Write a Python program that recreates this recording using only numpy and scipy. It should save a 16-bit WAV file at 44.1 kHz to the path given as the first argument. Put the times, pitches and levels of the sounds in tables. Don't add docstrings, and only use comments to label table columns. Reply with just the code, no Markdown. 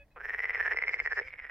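import sys
import numpy as np
from scipy import signal
from scipy.fft import rfft, irfft, next_fast_len
from scipy.io import wavfile
from scipy.ndimage import uniform_filter1d

SR = 44100
rng = np.random.default_rng(int(sys.argv[2]) if len(sys.argv) > 2 else 0)


def wrap_up_sound(samples):
    columns = np.atleast_2d(samples).T
    tamed = np.clip(columns, -1, 1)
    steps = np.round(tamed * 32767).astype(np.int16)
    wavfile.write(sys.argv[1], SR, steps)


def field_ratio(decibels):
    return 10 ** (np.asarray(decibels, dtype=float) / 20)


N = 66150

# f/Hz, density/dB
AIR_COLOUR = [(150, -10), (360, -19), (600, -14), (1900, -32), (4500, -34), (7000, -40), (15700, -37)]
RUMBLE_COLOUR = [(8.8, -36.5), (15, -2), (38, -1.5), (57, -11.5), (145, -20), (250, -35), (320, -66.5),
                 (550, -120)]
AIR_DB, RUMBLE_DB = -72.5, -62.5
# f/Hz, coherence
COHERENCE = [(30, 0.98), (150, 0.97), (600, 0.95), (3000, .4), (9000, .2)]
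# f/Hz, level/dB
HUM = [(50, -69), (296, -84)]
# t/s, duration/s, level/dB, f/Hz
CROAKS = [
    (-.03, 0.074, -57.5, 283),
    (.105, .035, -72, 283),
    (0.148, .04, -65, 278.5),
    (1.084, .04, -61.5, 263),
    (1.225, .08, -55, 260),
]
# multiple of the pitch, level/dB
CROAK_HARMONICS = [(2, -2), (3, -21), (6, -7), (9, 2), (12, -18.5)]
# t/s, duration/s, level/dB, start f/Hz, end f/Hz
CHEEPS = [
    (.11, .025, -81, 4050, 3950),
    (1.27, .065, -78, 4000, 3000),
    (1.285, .055, -79, 4600, 3600),
]
# t/s, level/dB
RASPS = [
    (0.899, -71),
    (1.011, -72.5),
    (1.126, -72),
    (1.233, -78),
]
# f/Hz, bandwidth/Hz, level/dB
RASP_BANDS = [(5146, 750, 6), (5800, 630, -7), (6850, 900, -8), (14800, 1500, -8)]
RASP_S = .075
# t/s, level/dB
CHORUS_SWELL = [
    (0.148, -80.5),
    (0.301, -50),
    (.6, -43.5),
    (1.001, -49),
    (1.248, -59),
    (1.5, -53),
]
# f/Hz, level/dB, t60/s
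CHORUS_MODES = [(5250, -36, .008)]
CHORUS_PER_S, CHORUS_HZ, CHORUS_SPREAD = 360, 1913, 0.03

# t/s of main click, level/dB, gap before it/ms, growth per click/dB,
# gap to one late click/ms (1 or less: none)
NEAR_BURSTS = [(.1745, -34, 4.3, 1.5, 5.8), (.2072, -30.5, 5.6, 6.5, 7.4), (.2488, -28, 5.5, 4, 1),
               (.2961, -22.5, 6, 4.5, 9.8), (.3404, -22.5, 5.3, 4, 1), (.3929, -19.5, 6.2, 5.5, 11.1),
               (.4435, -18, 6.4, 4, 12.1), (.4962, -18.5, 5.5, 8.5, 10.5), (.5482, -18.5, 6.3, 8, 8),
               (.6049, -17, 5.1, 4.5, 6.1), (.6596, -18.5, 4.8, 4, 1), (.7151, -18, 4.2, 6, 5.7)]
RIGHT_BURSTS = [(.5241, -35, 2.3, 12, 17), (.5757, -30, 3.8, 2.5, 2.5), (.6372, -28, 3.8, 4.1, 1),
                (.673, -24.5, 4.8, 6, 1), (.7345, -22, 3.5, 12, 0.5), (.7729, -16.5, 6.5, 8, 14.9),
                (.8244, -16, 5, 10, 13.7), (.8817, -15.5, 7.1, 7.5, 12.1), (.9426, -14.5, 6.8, 6.3, 1),
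                (1.0018, -14.5, 7.1, 7, 1), (1.0618, -17, 6.5, 6.5, 13.1), (1.123, -19, 5.6, 4.5, 8.6),
                (1.1756, -19.5, 4.94, 5, 5.2)]
LEFT_BURSTS = [
    (1.1603, -38, 6.5, 4.4, -1.5),
    (1.2208, -31, 5.3, 5.2, 9.5),
    (1.2761, -31.5, 5.6, 5.5, 1),
    (1.3324, -33, 5.2, 6, 1),
    (1.3924, -28.5, 5.6, 5.5, 7.7),
    (1.4459, -31, 5, 2.5, 1),
    (1.4965, -34.5, 4.8, 6, 2),
]
# t/s, level/dB
NEAR_CLICKS = [(0.187, -39), (.2557, -24), (.3474, -20), (.6652, -18), (.6971, -29), (0.2238, -38),
               (.2653, -30.5), (0.3615, -32), (.423, -39.5), (.6276, -24.5), (0.6784, -19), (0.7254, -19),
               (0.7352, -28.5), (0.7459, -34.5)]
RIGHT_CLICKS = [
    (.469, -35.5),
    (0.4766, -31),
    (.6814, -19),
    (1.1856, -21),
    (1.191, -17.5),
    (1.1986, -18.5),
    (1.2132, -30.5),
]
LEFT_CLICKS = [(1.2512, -42.5), (.5714, -29), (.6924, -31), (1.2835, -29), (1.3065, -36), (1.3391, -29),
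               (1.4136, -39), (1.4521, -29), (1.3592, -41.5), (1.423, -37.5), (1.4673, -35), (1.4731, -39)]
FAR_CLICKS = [
    (0.8491, -30),
    (.8564, -34),
    (.911, -30.5),
    (0.9525, -39),
    (0.9624, -33.5),
    (0.9707, -32),
    (1.0142, -33.5),
    (1.0223, -32),
]
# t/s, ring f/Hz, body thump level/dB
NEAR_SAC = [
    (.165, 1170, -10.5),
    (.2, 1543, -18),
    (.25, 1802, -21.5),
    (.4, 1963, -25.5),
    (.55, 2028, -23),
    (.6, 1772, -23),
    (.66, 1764, -24),
    (.725, 1830, -20),
    (.745, 1620, -0.5),
]
RIGHT_SAC = [
    (.5, 1843, -18),
    (0.682, 1797, -20),
    (0.734, 2032, -23.5),
    (.78, 2045, -24),
    (.89, 2135, -27),
    (1.003, 2094, -28),
    (1.059, 1907, -26.5),
    (1.12, 1735, -22),
    (1.193, 1810, -19),
    (1.216, 2050, -0.5),
]
LEFT_SAC = [
    (.7, 1930, -40),
    (1.23, 2170, -48.5),
    (1.34, 2210, -21.5),
    (1.395, 2074, -31),
    (1.449, 1880, -25),
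]
FAR_SAC = [
    (.9, 1830, -13),
]
# f/Hz, level/dB, t60/s
NEAR_MODES = [(3300, -40, .002), (5300, -31.5, .009), (5900, -46, .004), (4300, -36, .002),
              (10400, -41, .004), (11500, -41, .004), (12700, -37.5, .005), (15300, -49, .003)]
RIGHT_MODES = [(3700, -31, .003), (4280, -29, .0049), (5100, -25.5, .009), (14600, -63.5, .0044)]
LEFT_MODES = [(3700, -40, .003), (5100, -39.5, 0.01), (11000, -52, .006)]
# delay/ms, left gain, right gain
ECHOES = [(1.3, 0.067, 0.083), (2.4, 0.061, -0.061), (6.5, 0.17, -0.059), (11.5, .08, -.08)]

QUICK_GAP_MS, GAP_SHRINK, RISE_S = 3.7, 0.44, 0.001158
LATE_DB, LATE_DB_PER_MS, LATE_FLOOR_DB = 12, 2.8, -0.9
THUMP_HZ, THUMP_RATIO, THUMP_T60_S = 428, .225, 0.041
SLAP_HZ, SLAP_T60_S, SLAP_DB = 970, 0.0016, 6
SLACK_LOSS, TAUT_DB, LOOSE_POWER = .55, -20, 1.6
TAUT_HZ, TAUT_POWER = 1750, 10
BRIGHT_POWER = 0.55
PITCH_SCATTER, PUFF_S, PUFF_SHARE = .01, .0008, .45
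LOW_CUT_HZ = 340
POND_T60_S, POND_DB = 0.42, -17.5
TWIST_HZ, TWIST_WIDTH_HZ = 2900, 250


def resonate(x, hz, width):
    turn = np.exp(2j * np.pi * np.cumsum(hz * np.ones(len(x))) / SR)
    r = np.exp(-np.pi * width / SR)
    return 2 * (turn * signal.lfilter([1 - r], [1, -r], x / turn + 1e-18)).real


def ring(clicks, hz, t60):
    width = np.log(1000) / np.pi / t60
    return resonate(clicks, hz, width) / (2 * (1 - np.exp(-np.pi * width / SR)))


def evened(x):
    return x / np.sqrt(np.mean(x ** 2) + 1e-20)


def bump(start, length):
    return np.sin(np.pi * np.clip((np.arange(N) / SR - start) / length, 0, 1))


def place(x, lag_ms, pan_db, twist=0):
    size = next_fast_len(N + 2048)
    hz = np.fft.rfftfreq(size, 1 / SR)
    paths = 1
    for ms, left, right in ECHOES:
        paths = paths + np.array([[left], [right]]) * np.exp(-2j * np.pi * hz * ms / 1000)
    phase = 2 * np.pi * hz * lag_ms / 1000 + twist / (1 + np.exp((TWIST_HZ - hz) / TWIST_WIDTH_HZ))
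    side = np.array([[.5], [-.5]])
    spectrum = rfft(x, size) * paths * field_ratio(side * pan_db) * np.exp(-1j * side * phase)
    return irfft(spectrum, size)[:, :N]


def noise(colour, level_db, patchy_db):
    frames, hz = N // 256 + 5, np.fft.rfftfreq(1024, 1 / SR)
    a, b, c, d, patches = rng.standard_normal((frames, 513, 5)).T
    patches = uniform_filter1d(uniform_filter1d(patches, size=10, axis=0), size=10, axis=1)
    patches = evened(patches)

    def read(points):
        f, value = np.transpose(points)
        return np.interp(np.log(hz + 1), np.log(f + 1), value)[:, None]

    same = np.clip(read(COHERENCE), -1, 1)
    left = a + 1j * b
    right = same * left + np.sqrt(1 - same ** 2) * (c + 1j * d)
    z = np.array([left, right]) * field_ratio(read(colour) + patchy_db * patches)
    return field_ratio(level_db) * evened(signal.istft(z, nperseg=1024, noverlap=768)[1][:, :N])


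def steady_hum():
    t = np.arange(N) / SR
    return sum(field_ratio(db + 5) * np.sin(2 * np.pi * hz * t) for hz, db in HUM)


def croaking_neighbour():
    t = np.arange(N) / SR
    croak = 0
    for s, length, db, pitch in CROAKS:
        tone = sum(field_ratio(d) * np.sin(2 * np.pi * k * pitch * t) for k, d in CROAK_HARMONICS)
        croak = croak + field_ratio(db) * bump(s, length) * tone
    rough = 1 + .25 * evened(uniform_filter1d(rng.standard_normal(N), size=250))
    return place(croak * rough, lag_ms=0.038, pan_db=-0.5)


def bird_cheeps():
    t = np.arange(N) / SR
    cheep = 0
    for s, length, db, start_hz, end_hz in CHEEPS:
        hz = np.interp(t, [s, s + length], [start_hz, end_hz])
        cheep = cheep + field_ratio(db) * bump(s, length) * np.sin(2 * np.pi * np.cumsum(hz) / SR)
    return place(cheep, lag_ms=0.03, pan_db=6.0)


def chorus():
    strength = field_ratio(3. 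* np.minimum(rng.exponential(1, N), 3))
    clicks = strength * (rng.random(N) < CHORUS_PER_S / SR)
    who, out = rng.integers(0, 4, N), 0
    for k, (tone, side) in enumerate(rng.uniform(-1, 1, (4, 2))):
        sac = [(0, CHORUS_HZ * (1 + CHORUS_SPREAD * tone), -66.5)]
        voice = frog(clicks * (who == k), sac, CHORUS_MODES, t60=0.0083)
        out = out + place(voice, lag_ms=.04 * side, pan_db=-3 * side)
    return evened(out) * field_ratio(np.interp(np.arange(N) / SR, *np.transpose(CHORUS_SWELL)))


def cord_clicks(bursts, singles, start=0, count=7):
    rows, k = list(singles), np.arange(count)
    for s, db, gap_ms, growth_db, late_ms in bursts:
        gaps_ms = QUICK_GAP_MS + (gap_ms - QUICK_GAP_MS) * GAP_SHRINK ** k
        back_ms = np.cumsum(gaps_ms)
        rows.append((s, db))
        rows += zip(s - back_ms / 1000, db - growth_db * (k + 1))
        if late_ms > 1:
            rows.append((s + late_ms / 1000, db + max(LATE_DB - LATE_DB_PER_MS * late_ms, LATE_FLOOR_DB)))
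    s, db = np.transpose([row for row in rows if row[0] > start])
    at = np.clip(((s - RISE_S) * SR).astype(int), 0, N - 1)
    return -np.bincount(at, field_ratio(db), N)


def sac_tones(clicks, hz, t60, size=1500):
    at, u = np.flatnonzero(clicks)[:, None], np.arange(size) / SR
    pitch = (hz * (1 + PITCH_SCATTER * rng.standard_normal(N)))[at]
    fade = t60 * np.minimum(pitch / TAUT_HZ, 1) ** LOOSE_POWER
    tones = clicks[at] * field_ratio(-60 * u / fade) * np.cos(2 * np.pi * pitch * u)
    return np.bincount((at + np.arange(size)).ravel(), tones.ravel(), N + size)[:N]


def bright_modes(clicks, hz, modes):
    snap = np.minimum(hz / TAUT_HZ, 1) ** TAUT_POWER * abs(clicks) ** BRIGHT_POWER
    r = np.exp(-1 / (PUFF_S * SR))
    breath = rng.standard_normal(N) * signal.lfilter([np.sqrt(1 - r ** 2)], [1, -r], snap)
    puff = (1 - PUFF_SHARE) * snap + PUFF_SHARE * breath
    return sum(field_ratio(db) * ring(ring(puff, f, t60), f, t60 / 3) * 20 / (t60 * SR) for f, db, t60 in modes)


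def frog(clicks, sac, modes, t60=0.025, soft_hz=2500, slap_db=0):
    t = np.arange(N) / SR
    s, sac_hz, sac_thump_db = np.transpose(sac)
    hz, thump_db = np.interp(t, s, sac_hz), np.interp(t, s, sac_thump_db)
    push = clicks * field_ratio(thump_db)
    slack = field_ratio(-SLACK_LOSS * np.maximum(thump_db - TAUT_DB, 0))
    tones = sac_tones(clicks * slack, hz, t60)
    thump = ring(push, np.maximum(THUMP_RATIO * hz, THUMP_HZ), THUMP_T60_S)
    slap = field_ratio(SLAP_DB + slap_db) * ring(push, SLAP_HZ, SLAP_T60_S)
    soft = signal.sosfilt(signal.butter(6, soft_hz, fs=SR, output="sos"), tones - thump + slap)
    low_cut = signal.butter(4, LOW_CUT_HZ, "high", fs=SR, output="sos")
    return signal.sosfilt(low_cut, soft + bright_modes(clicks, hz, modes))


def near_frog():
    clicks = cord_clicks(NEAR_BURSTS, NEAR_CLICKS, start=.161)
    voice = frog(clicks, NEAR_SAC, NEAR_MODES, t60=.02, soft_hz=2437, slap_db=5.5)
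    return place(voice, lag_ms=.017, pan_db=-1.2, twist=0.33)


def pond_scatter(x):
    t = np.arange(SR // 4) / SR
    sparse = rng.standard_normal((2, len(t))) * (rng.random((2, len(t))) < .05)
    tail = sparse * field_ratio(-60 * t / POND_T60_S) * (t > .004)
    return signal.fftconvolve(x, tail / np.linalg.norm(tail[0]), axes=1)[:, :N]


def right_frog():
    clicks = cord_clicks(RIGHT_BURSTS, RIGHT_CLICKS)
    voice = frog(clicks, RIGHT_SAC, RIGHT_MODES, t60=0.02, soft_hz=2390, slap_db=-5)
    return place(voice, lag_ms=.055, pan_db=-1.44, twist=2.3)


def left_frog():
    voice = frog(cord_clicks(LEFT_BURSTS, LEFT_CLICKS), LEFT_SAC, LEFT_MODES, t60=0.014)
    return place(voice, lag_ms=-.033, pan_db=-2.5)


def far_frog():
    voice = frog(cord_clicks([], FAR_CLICKS), FAR_SAC, LEFT_MODES)
    return place(voice, lag_ms=.075, pan_db=-2.0)


def bird_rasps():
    hiss = rng.standard_normal(N)
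    breath = sum(field_ratio(db) * evened(resonate(resonate(hiss, hz, w), hz, w)) for hz, w, db in RASP_BANDS)
    envelope = sum(field_ratio(db) * bump(s, RASP_S) for s, db in RASPS)
    return place(breath * envelope, lag_ms=0.03, pan_db=6.0)


def scene():
    background = noise(AIR_COLOUR, AIR_DB, patchy_db=-1.5) + noise(RUMBLE_COLOUR, RUMBLE_DB, patchy_db=1.7)
    background = background + steady_hum() + croaking_neighbour() + bird_cheeps() + chorus() + bird_rasps()
    frogs = near_frog() + right_frog() + left_frog() + far_frog()
    return background + frogs + field_ratio(POND_DB) * pond_scatter(frogs)


def band_limit(x):
    return signal.sosfilt(signal.butter(12, 15810, fs=SR, output="sos"), x)


def record(dry):
    return band_limit(dry)


dry = scene()
out = record(dry)
wrap_up_sound(out)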